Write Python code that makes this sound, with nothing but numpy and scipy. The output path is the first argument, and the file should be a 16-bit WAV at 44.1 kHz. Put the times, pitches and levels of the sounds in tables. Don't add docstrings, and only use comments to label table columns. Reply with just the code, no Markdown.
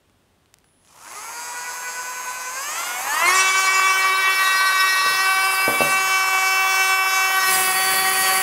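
import sys
import numpy as np
from scipy import signal
from scipy.fft import rfft, irfft, next_fast_len
from scipy.io import wavfile

SR = 44100
rng = np.random.default_rng(int(sys.argv[2]) if len(sys.argv) > 2 else 0)


def generate_wav(sig):
    pcm = np.round(np.clip(np.atleast_2d(sig).T, -1, 1) * 32767).astype(np.int16)
    wavfile.write(sys.argv[1], SR, pcm)


N = 371322
TIME = np.arange(N) / SR
STEPS = TIME[::100]
CUTOFF_HZ = 15720
LOW_SPLIT_HZ, HIGH_SPLIT_HZ = 3250, 9000

# (full-speed level [dB], loss per halving of speed [dB], level at full contact [dB])
TONES = [(-18.5, 11.5, -26), (-28, 5.5, -25), (-35, 7.5, -20.5)]
# (full-speed level [dB], loss per halving of speed [dB], level at full contact [dB])
NOISE = [(-29, 7.5, -31), (-39.5, 4.5, -32), (-41.5, 6.5, -25.5)]

# (multiple of shaft rate [-], level [dB])
START_ORDERS = [(1, -36), (3, -13), (4, -20), (6, -12), (7, -19), (8, -18), (9, -3), (10, -14), (12, -6),
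                (14, -13), (15, 2), (16, -17), (18, -10), (19, -30), (50, -33)]
SLOW_ORDERS = [(1, -52), (2, -44), (3, -15), (4, -34), (5, -30), (6, 0), (7, -19), (8, -24), (9, -1),
               (10, -11), (11, -18), (12, -7), (13, -19), (14, -10), (15, -8), (16, -17), (18, -26)]
CLIMB_ORDERS = [(1, -25), (2, -13), (3, 2), (4, -5), (5, -10), (6, -1), (7, -9), (8, -8), (9, -7),
                (12, -15)]
SURGE_ORDERS = [(1, -15), (2, -12.5), (3, 3.5), (4, -8), (5, -1), (6, 5), (7, -9), (8, -15)]
RAISED_ORDERS = [(1, -12.5), (2, -9.5), (3, 6.5), (4, 1), (5, -0.5), (6, 5.5), (7, 1.5), (8, -3.5)]
LOWERED_ORDERS = [(1, -30), (2, -28.5), (3, -4.5), (4, -6.5), (5, -5.5), (6, -10), (7, -9), (8, -21)]
POISED_ORDERS = [(1, -15.5), (2, -3), (3, 3.5), (4, 1.5), (5, -6), (6, 3), (7, 1.5), (8, -6.5)]
TOUCHING_ORDERS = [(1, -13), (2, -3), (3, 3), (4, 3.5), (5, 4), (6, -1), (7, -3), (8, -6)]
CUTTING_ORDERS = [(1, -10), (2, 1), (3, 0.5), (4, -2), (5, 2), (6, -2), (7, -4.5), (8, -4.5)]
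# (centre [Hz], width [Hz], height [dB])
SLOW_MODES = [(4870, 590, 15), (6070, 70, 20), (6530, 240, 24.5), (7640, 240, 22.5), (9200, 130, 17),
              (11000, 500, 7), (13260, 880, 11)]
RAISED_MODES = [(5740, 3300, 2.7), (10200, 363, 3.3), (11370, 240, 9.4)]
LOWERED_MODES = [(3970, 500, 27.8), (5350, 410, 24.7), (10260, 770, 12.5), (11350, 500, 8.94)]
APPROACH_MODES = [(3600, 2500, 9.9), (5050, 350, 15.4), (8500, 1100, 4.6), (10100, 640, 15.6),
                  (11960, 1600, 7.4)]
POISED_MODES = [(3430, 5400, 3), (5277, 195, 15), (6460, 500, 9), (11400, 500, 12.7), (13470, 250, 9)]
BITING_MODES = [(4750, 190, 14), (6100, 170, 5.9), (8400, 350, 12), (8880, 220, 11), (9900, 230, 6.9),
                (10800, 290, 16), (13550, 180, 11)]
CUTTING_MODES = [(3400, 89, 12.8), (4646, 123, 22.5), (6700, 390, 8), (8100, 710, 10.6), (9475, 120, 14),
                 (10700, 400, 23), (11750, 160, 21)]
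# (start [s], end [s], bearing looseness [1 = usual], orders [table], resonances [table])
SITUATIONS = [(0, 1.15, 1.9, START_ORDERS, SLOW_MODES), (1.29, 2.839, 0.76, SLOW_ORDERS, SLOW_MODES),
              (3.09, 3.23, 1.338, CLIMB_ORDERS, SLOW_MODES),
              (3.274, 3.353, 1.9, SURGE_ORDERS, RAISED_MODES),
              (3.418, 3.99, 1.21, RAISED_ORDERS, RAISED_MODES),
              (4.502, 5.125, 1.07, LOWERED_ORDERS, LOWERED_MODES),
              (5.455, 5.92, 1.07, POISED_ORDERS, APPROACH_MODES),
              (6.05, 7.26, 0.44, POISED_ORDERS, POISED_MODES),
              (7.385, 7.46, 1.3, TOUCHING_ORDERS, POISED_MODES),
              (7.525, 7.73, 1, CUTTING_ORDERS, BITING_MODES),
              (7.797, 8.46, 0.76, CUTTING_ORDERS, CUTTING_MODES)]

# (frequency [Hz], density [dB per Hz])
BRUSHES = [(60, -33), (150, -22), (240, -18), (600, -7.5), (1050, 3.5), (1500, -7), (2500, -7.5),
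           (3500, -22), (5100, -14.5), (6600, -12), (7600, -14), (8500, -15), (10200, -17), (12600, -10),
           (15500, -22)]
FAN = [(60, -62), (150, -39), (300, -24), (500, -14), (800, -10), (1080, 3.5), (1400, -4.5), (2100, -8),
       (2700, -21), (3400, -32.5), (6500, -29.5), (8500, -37), (12000, -39.5), (15700, -62)]
GRIT = [(40, -30), (90, -12.5), (170, -7), (600, -9), (1150, -8), (1500, -9), (2100, -1.5), (3500, -13.5),
        (4600, -9), (6500, -8), (8500, -7.5), (10900, 4), (13500, -7), (15700, 2)]
ROOM_TONE = [(15, -39), (25, -15), (59, -6), (69, -19), (82, -2), (101, -7.5), (113, -11), (126, -9.5),
             (227, -11.5), (260, -10), (349, -14), (1380, -22), (15500, -39)]
ROOM_TONE_DB = -62

# (time [s], contact [share 0-1])
CONTACT = [(7.3, 0), (7.45, 0.05), (7.53, 0.38)]
# (time [s], level [dB])
CHATTER = [(7.68, -74), (7.76, -32), (7.86, -40), (7.94, -33), (8.03, -44), (8.1, -36), (8.2, -39),
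           (8.3, -29.5), (8.42, -35.5)]
# (multiple of shaft rate [-], level [dB])
CHATTER_ORDERS = [(1.5, -11.5), (3.5, -9), (4.5, -7.5), (5.5, -3), (6.5, -4), (7.5, -9), (8.5, -14)]
# (time [s], peak [dB], centre [Hz])
TICKS = [(.097, -44, 1500), (0.459, -45, 2000), (.541, -29.5, 2600), (.569, -52, 4500), (.586, -38, 3600),
         (.602, -50, 4000), (0.643, -44, 1100), (.688, -50, 1500), (.849, -40, 2500), (.874, -40, 2200)]
# (time [s], level [dB])
KNOCKS = [(4.803, -39), (5.062, -27), (5.11, -28.5), (5.368, -35.5), (5.68, -10.5), (5.697, -17.5),
          (5.806, -16), (5.818, -13)]
# (frequency [Hz], level [dB], 60 dB decay [s])
BENCH = [(101, -42, 0.34), (149.7, -22, 0.43), (247, -18, 0.097), (318, -8.5, 0.056), (465, -7.5, 0.049),
         (555, 0, 0.036), (640, -9, 0.045), (790, -32, .05), (1050, -24, 0.034)]
# (time [s], peak level [dB])
SWITCHING = [(.63, -100), (.645, -64), (.95, -62), (1.1, -45), (1.28, -42), (1.5, -47), (2.5, -47),
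             (3.1, -68), (3.3, -100)]
SWITCHING_HZ = 10002

# (start [s], setting [turns per s], ramp [s], rotor lag [s])
SPEED_STEPS = [(.645, 170, .49, .11), (2.486, 251.8, .283, .11), (2.964, 385, .334, .042)]
# (time [s], offset [turns per s])
SAG = [(1.5, -7.5), (1.9, -4.3), (2.5, -1.5), (3.4, -4.2), (4.62, -3.6), (4.86, -5.8), (5.35, -3.3),
       (5.88, -2.8), (6.36, -5), (6.6, -4), (7.36, -4.3), (7.68, -9.7), (7.84, -5.4)]
FULL_SPEED, IDLE_SPEED = 381, 161
TONE_IDLE_DB, NOISE_IDLE_DB = 3.5, 5.5

# (time [s], low [dB], middle [dB], top [dB])
GRIP = [(1.2, -3, -2.5, -2), (1.7, -1, -0.5, 0), (2.45, 0.5, -0.5, -0.5), (2.66, -1.5, 1.5, 1),
        (3.05, -4, -4.5, 0.5), (3.29, 5, -2, -4), (3.42, 1.5, 6, -5), (3.54, 0.5, 2.5, -5),
        (3.8, 1.5, 0.5, -3), (4.25, -1, -3, -2.5), (4.48, 1.5, 2.5, 1.5), (4.65, 0, 0.5, 0),
        (5.15, -1, 2, 1), (5.38, -1, -2.5, 3.5), (5.7, -2, -4, 4.5), (6.12, 0, 0, -0.5), (7.4, 0.5, .5, 2)]
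NOISE_FOLLOWS = (0.3, 0.66, 0.87)
THROB_FROM_S, THROB_PERIOD_S, THROB_DB = 5.94, 0.357, (0.5, 1.7, 0.7)
# (time [s], change [dB])
FLARES = [(2.79, 6), (3.22, 0.5), (3.28, 3), (4.42, 2.5), (5.04, -0.5), (5.96, -2)]
FLARE_RISE_S, FLARE_FALL_S, FLARE_SHARES = 0.041, 0.18, (0.62, 1, .8)
# (time [s], rise [dB])
BITES = [(7.52, 6), (7.59, 4), (7.75, 0.5), (7.92, 5.5), (8.22, 3.5), (8.36, 2)]
BITE_RISE_S, BITE_FALL_S, BITE_SHARES = 0.027, 0.053, (1, 0.72, 0.85)
BITE_CHOKE = 0.47
TONE_PULL_DB, NOISE_PULL_DB = (-1, 1.5, 2.5), (2, 0.5, 1)
LOOSE_HISS_DB = (0.5, 5.5, 2)
SLOW_BEAT_HZ, SLOW_BEAT_DB = 10, 3.5


def from_db(db):
    return 10 ** (np.asarray(db) / 20)


def rms_one(x):
    return x / np.sqrt(np.mean(x ** 2) + 1e-20)


def read(rows, at):
    first, *columns = np.transpose(rows)
    return [np.interp(at, first, column) for column in columns]


def smoothly(control):
    return np.interp(TIME, STEPS, control)


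def drift(rate_hz):
    pole = np.exp(-2 * np.pi * rate_hz * STEPS[1])
    chance = rng.standard_normal(2 * len(STEPS))
    wander = signal.lfilter([1], [1, -2 * pole, pole * pole], chance)
    return rms_one(wander[len(STEPS):])


def swells(events, rise_s, fall_s):
    return sum(db * np.exp(np.minimum((STEPS - s) / rise_s, (s - STEPS) / fall_s)) for s, db in events)


def blend(values):
    times = [s for situation in SITUATIONS for s in situation[:2]]
    mix = 0
    for own, value in zip(np.eye(len(SITUATIONS)), values):
        mix = mix + np.interp(STEPS, times, np.repeat(own, 2)) * value
    return mix


def registers(hz):
    low = 1 / (1 + (hz / LOW_SPLIT_HZ) ** 20)
    top = 1 / (1 + (HIGH_SPLIT_HZ / hz) ** 20)
    return low, np.maximum(1 - low - top, 0), top


def coloured(spectrum):
    size = next_fast_len(N)
    hz = np.maximum(np.fft.rfftfreq(size, 1 / SR), 1)
    points, db = np.transpose(spectrum)
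    colour = from_db(np.interp(np.log(hz), np.log(points), db)) * hz / (hz + 20)
    bins = rfft(rng.standard_normal(size)) * colour * (hz < CUTOFF_HZ)
    return [irfft(bins * np.sqrt(share), size)[:N] for share in registers(hz)]


def room_tone():
    return from_db(ROOM_TONE_DB) * rms_one(sum(coloured(ROOM_TONE)))


def ring(clicks, hz, t60):
    radius, angle = from_db(-60 / (t60 * SR)), 2 * np.pi * hz / SR
    return signal.lfilter([.5, 0, -.5], [1, -2 * radius * np.cos(angle), radius * radius], clicks + 1e-18)


def knocks(room_db=-5, room_t60=0.63, contact_hz=1100):
    at = [round(s * SR) for s, _ in KNOCKS]
    blows_db = np.array(KNOCKS)[:, 1]
    ringing = np.zeros(N)
    for hz, db, t60 in BENCH:
        clicks = np.zeros(N)
        clicks[at] = from_db(blows_db + db + rng.normal(0, 3.0, len(at)))
        ringing += ring(clicks, hz, t60)
    thud = signal.sosfilt(signal.butter(3, contact_hz, fs=SR, output="sos"), ringing)
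    age = TIME[:SR]
    tail = rng.standard_normal(SR) * from_db(-60 * age / room_t60) * (age > .008)
    return thud + from_db(room_db) * signal.fftconvolve(thud, tail / np.linalg.norm(tail))[:N]


def ticks(cycles=1.9, rustle_db=-11):
    out = np.zeros(N)
    age = TIME[:SR // 20]
    for s, peak_db, hz in TICKS:
        band = signal.butter(1, [hz / 2, min(hz * 2, SR / 3)], "band", fs=SR, output="sos")
        rustle = rng.standard_normal(len(age)) * np.exp(-age * hz / cycles)
        snap = signal.sosfilt(band, (age == 0) + from_db(rustle_db) * rustle)
        start = int(s * SR)
        out[start:start + len(age)] += from_db(peak_db) * snap / np.abs(snap).max()
    return out


def switching():
    return from_db(read(SWITCHING, TIME)[0]) * np.sin(2 * np.pi * SWITCHING_HZ * TIME)


def speed(at):
    turning, before = read(SAG, at)[0], 0
    for start, setting, ramp, lag in SPEED_STEPS:
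        since_start, since_end = np.maximum(at - start, 0), np.maximum(at - start - ramp, 0)
        begun = since_start + lag * np.expm1(-since_start / lag)
        ended = since_end + lag * np.expm1(-since_end / lag)
        turning = turning + (setting - before) * (begun - ended) / ramp
        before = setting
    return np.maximum(turning, 1)


def shaft(contact, looseness, wander=0.018, wander_rate=8, snag=0.00082, drag=0.0078):
    play = .0024 * drift(45) + wander * drift(wander_rate)
    bearings = looseness * speed(STEPS) / FULL_SPEED * play
    metal = contact * (snag * drift(60) + drag * drift(6.6))
    return np.cumsum(speed(TIME)) / SR + smoothly(bearings + metal)


def free_running(levels, pull_gains_db, idle_loss_db, follows=(1, 1, 1)):
    turning = speed(STEPS)
    halvings = np.log2(FULL_SPEED / turning)
    idling = np.maximum(np.log2(IDLE_SPEED / turning), 0)
    pull = np.gradient(turning, STEPS) / 300
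    throbs = (STEPS - THROB_FROM_S) / THROB_PERIOD_S
    throb = -np.cos(2 * np.pi * throbs) * np.clip(2 * throbs, 0, 1)
    out = []
    for (full_db, loss_db, _), pull_db, share, grip_db, throb_db in zip(
            levels, pull_gains_db, follows, read(GRIP, STEPS), THROB_DB):
        speed_db = full_db - loss_db * halvings - idle_loss_db * idling
        out.append(speed_db + pull_db * pull + share * (grip_db + throb_db * throb))
    return out


def air_and_grit(turns, contact, looseness, fan_pulsing=0.28, grit_pulsing=0.31, flicker_db=1.5, grain_db=1.5):
    once_a_turn = np.cos(2 * np.pi * turns)
    airflow = np.clip((speed(TIME) / FULL_SPEED) ** 3, 0, 1)
    flares = swells(FLARES, FLARE_RISE_S, FLARE_FALL_S)
    bites = swells(BITES, BITE_RISE_S, BITE_FALL_S)
    levels = free_running(NOISE, NOISE_PULL_DB, NOISE_IDLE_DB, NOISE_FOLLOWS)
    out = 0
    for brush, fan, free_db, loose_db, share in zip(
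            coloured(BRUSHES), coloured(FAN), levels, LOOSE_HISS_DB, FLARE_SHARES):
        rush = np.sqrt(1 - airflow) * rms_one(brush) + np.sqrt(airflow) * rms_one(fan)
        db = free_db + loose_db * (looseness - 1) + share * flares + flicker_db * drift(48)
        level = smoothly(np.sqrt(1 - contact) * from_db(db))
        out = out + rms_one(rush * (1 + fan_pulsing * once_a_turn)) * level
    for grit, (_, _, cutting_db), share in zip(coloured(GRIT), NOISE, BITE_SHARES):
        db = cutting_db + share * bites + grain_db * drift(70)
        level = smoothly(np.sqrt(contact) * from_db(db))
        out = out + rms_one(grit * (1 + grit_pulsing * once_a_turn)) * level
    return out


def chatter(turns, waver_db=6.5):
    tones = 0
    for multiple, db in CHATTER_ORDERS:
        level = smoothly(from_db(db + waver_db * drift(28.3)))
        tones = tones + level * np.sin(2 * np.pi * (multiple * turns + rng.random()))
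    return tones * from_db(read(CHATTER, TIME)[0]) * (TIME > CHATTER[0][0])


def resonance(hz, modes):
    return np.sqrt(1 + sum(from_db(db) ** 2 / (1 + (2 * (hz - f) / width) ** 2) for f, width, db in modes))


def order_powers(orders, hz, shares, slowness, contact, sway_db=1.0, treble_sway_db=2.5, sway_rate=4.1,
                 shimmer_db=0.95, taps_hz=14000, commutator_db=6):
    low = blend(from_db(read(strengths, orders)[0])[:, None] for *_, strengths, _ in SITUATIONS)
    treble = blend(resonance(hz, modes) for *_, modes in SITUATIONS)
    segment = orders[:, None] % 3 == 0
    treble = treble * from_db(commutator_db * segment * slowness)
    treble = treble / (1 + slowness * (hz / taps_hz) ** 20)
    depth_db = sway_db * shares[0] + treble_sway_db * (1 - shares[0])
    sway = from_db(depth_db * np.array([drift(sway_rate) for _ in orders])) * (hz < CUTOFF_HZ)
    choke_db = BITE_CHOKE * swells(BITES, BITE_RISE_S, BITE_FALL_S)
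    levels = free_running(TONES, TONE_PULL_DB, TONE_IDLE_DB)
    power = 0
    for shape, share, free_db, (_, _, cutting_db) in zip((low, treble, treble), shares, levels, TONES):
        db = (1 - contact) * free_db + contact * (cutting_db - choke_db) + shimmer_db * drift(15.0)
        part = share * (shape * sway) ** 2
        power = power + part / (part.sum(axis=0) + 1e-2) * from_db(db) ** 2
    return power * np.maximum(shares[0], np.clip((STEPS - 1.05) / 0.36, 0, 1))


def motor(turns, contact, looseness, count=92, flutter_db=2.0, treble_flutter_db=3.0, flutter_rate=11,
          rattle=0.24, scatter=2.27):
    orders = np.arange(1, count + 1)
    hz = orders[:, None] * speed(STEPS)
    shares = registers(hz)
    slowness = np.clip(2 * (1 - hz[0] / hz[0].max()), 0, 1)
    power = order_powers(orders, hz, shares, slowness, contact)
    out = np.zeros(N)
    for order, height, lowness in zip(orders, np.sqrt(2 * power), shares[0]):
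        loose = looseness * (1 - lowness) * (1 - .6 * slowness)
        beat = np.sin(2 * np.pi * (SLOW_BEAT_HZ * STEPS + rng.random()))
        beat_db = SLOW_BEAT_DB * slowness * lowness * beat
        low_db = flutter_db * looseness * lowness * drift(flutter_rate)
        high_db = treble_flutter_db * loose * drift(22.0)
        flutter = rms_one(from_db(beat_db + low_db + high_db))
        phase = rng.normal(0, scatter) + rattle * loose * drift(15)
        out += smoothly(height * flutter) * np.sin(2 * np.pi * order * turns + smoothly(phase))
    return out * np.clip((TIME - .88) / 0.11, 0, 1)


def scene():
    contact = np.clip(read(CONTACT, STEPS)[0], 0, 1)
    looseness = blend(situation[2] for situation in SITUATIONS)
    turns = shaft(contact, looseness)
    running = np.clip((TIME - .68) / 0.21, 0, 1)
    background = room_tone() + knocks() + ticks()
    spinning = air_and_grit(turns, contact, looseness) + motor(turns, contact, looseness)
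    mono = background + switching() + chatter(turns) + running * spinning
    return np.array([mono, mono])


def record(dry):
    return signal.sosfilt(signal.ellip(12, .2, 80, CUTOFF_HZ, fs=SR, output="sos"), dry)


dry = scene()
out = record(dry)
generate_wav(out)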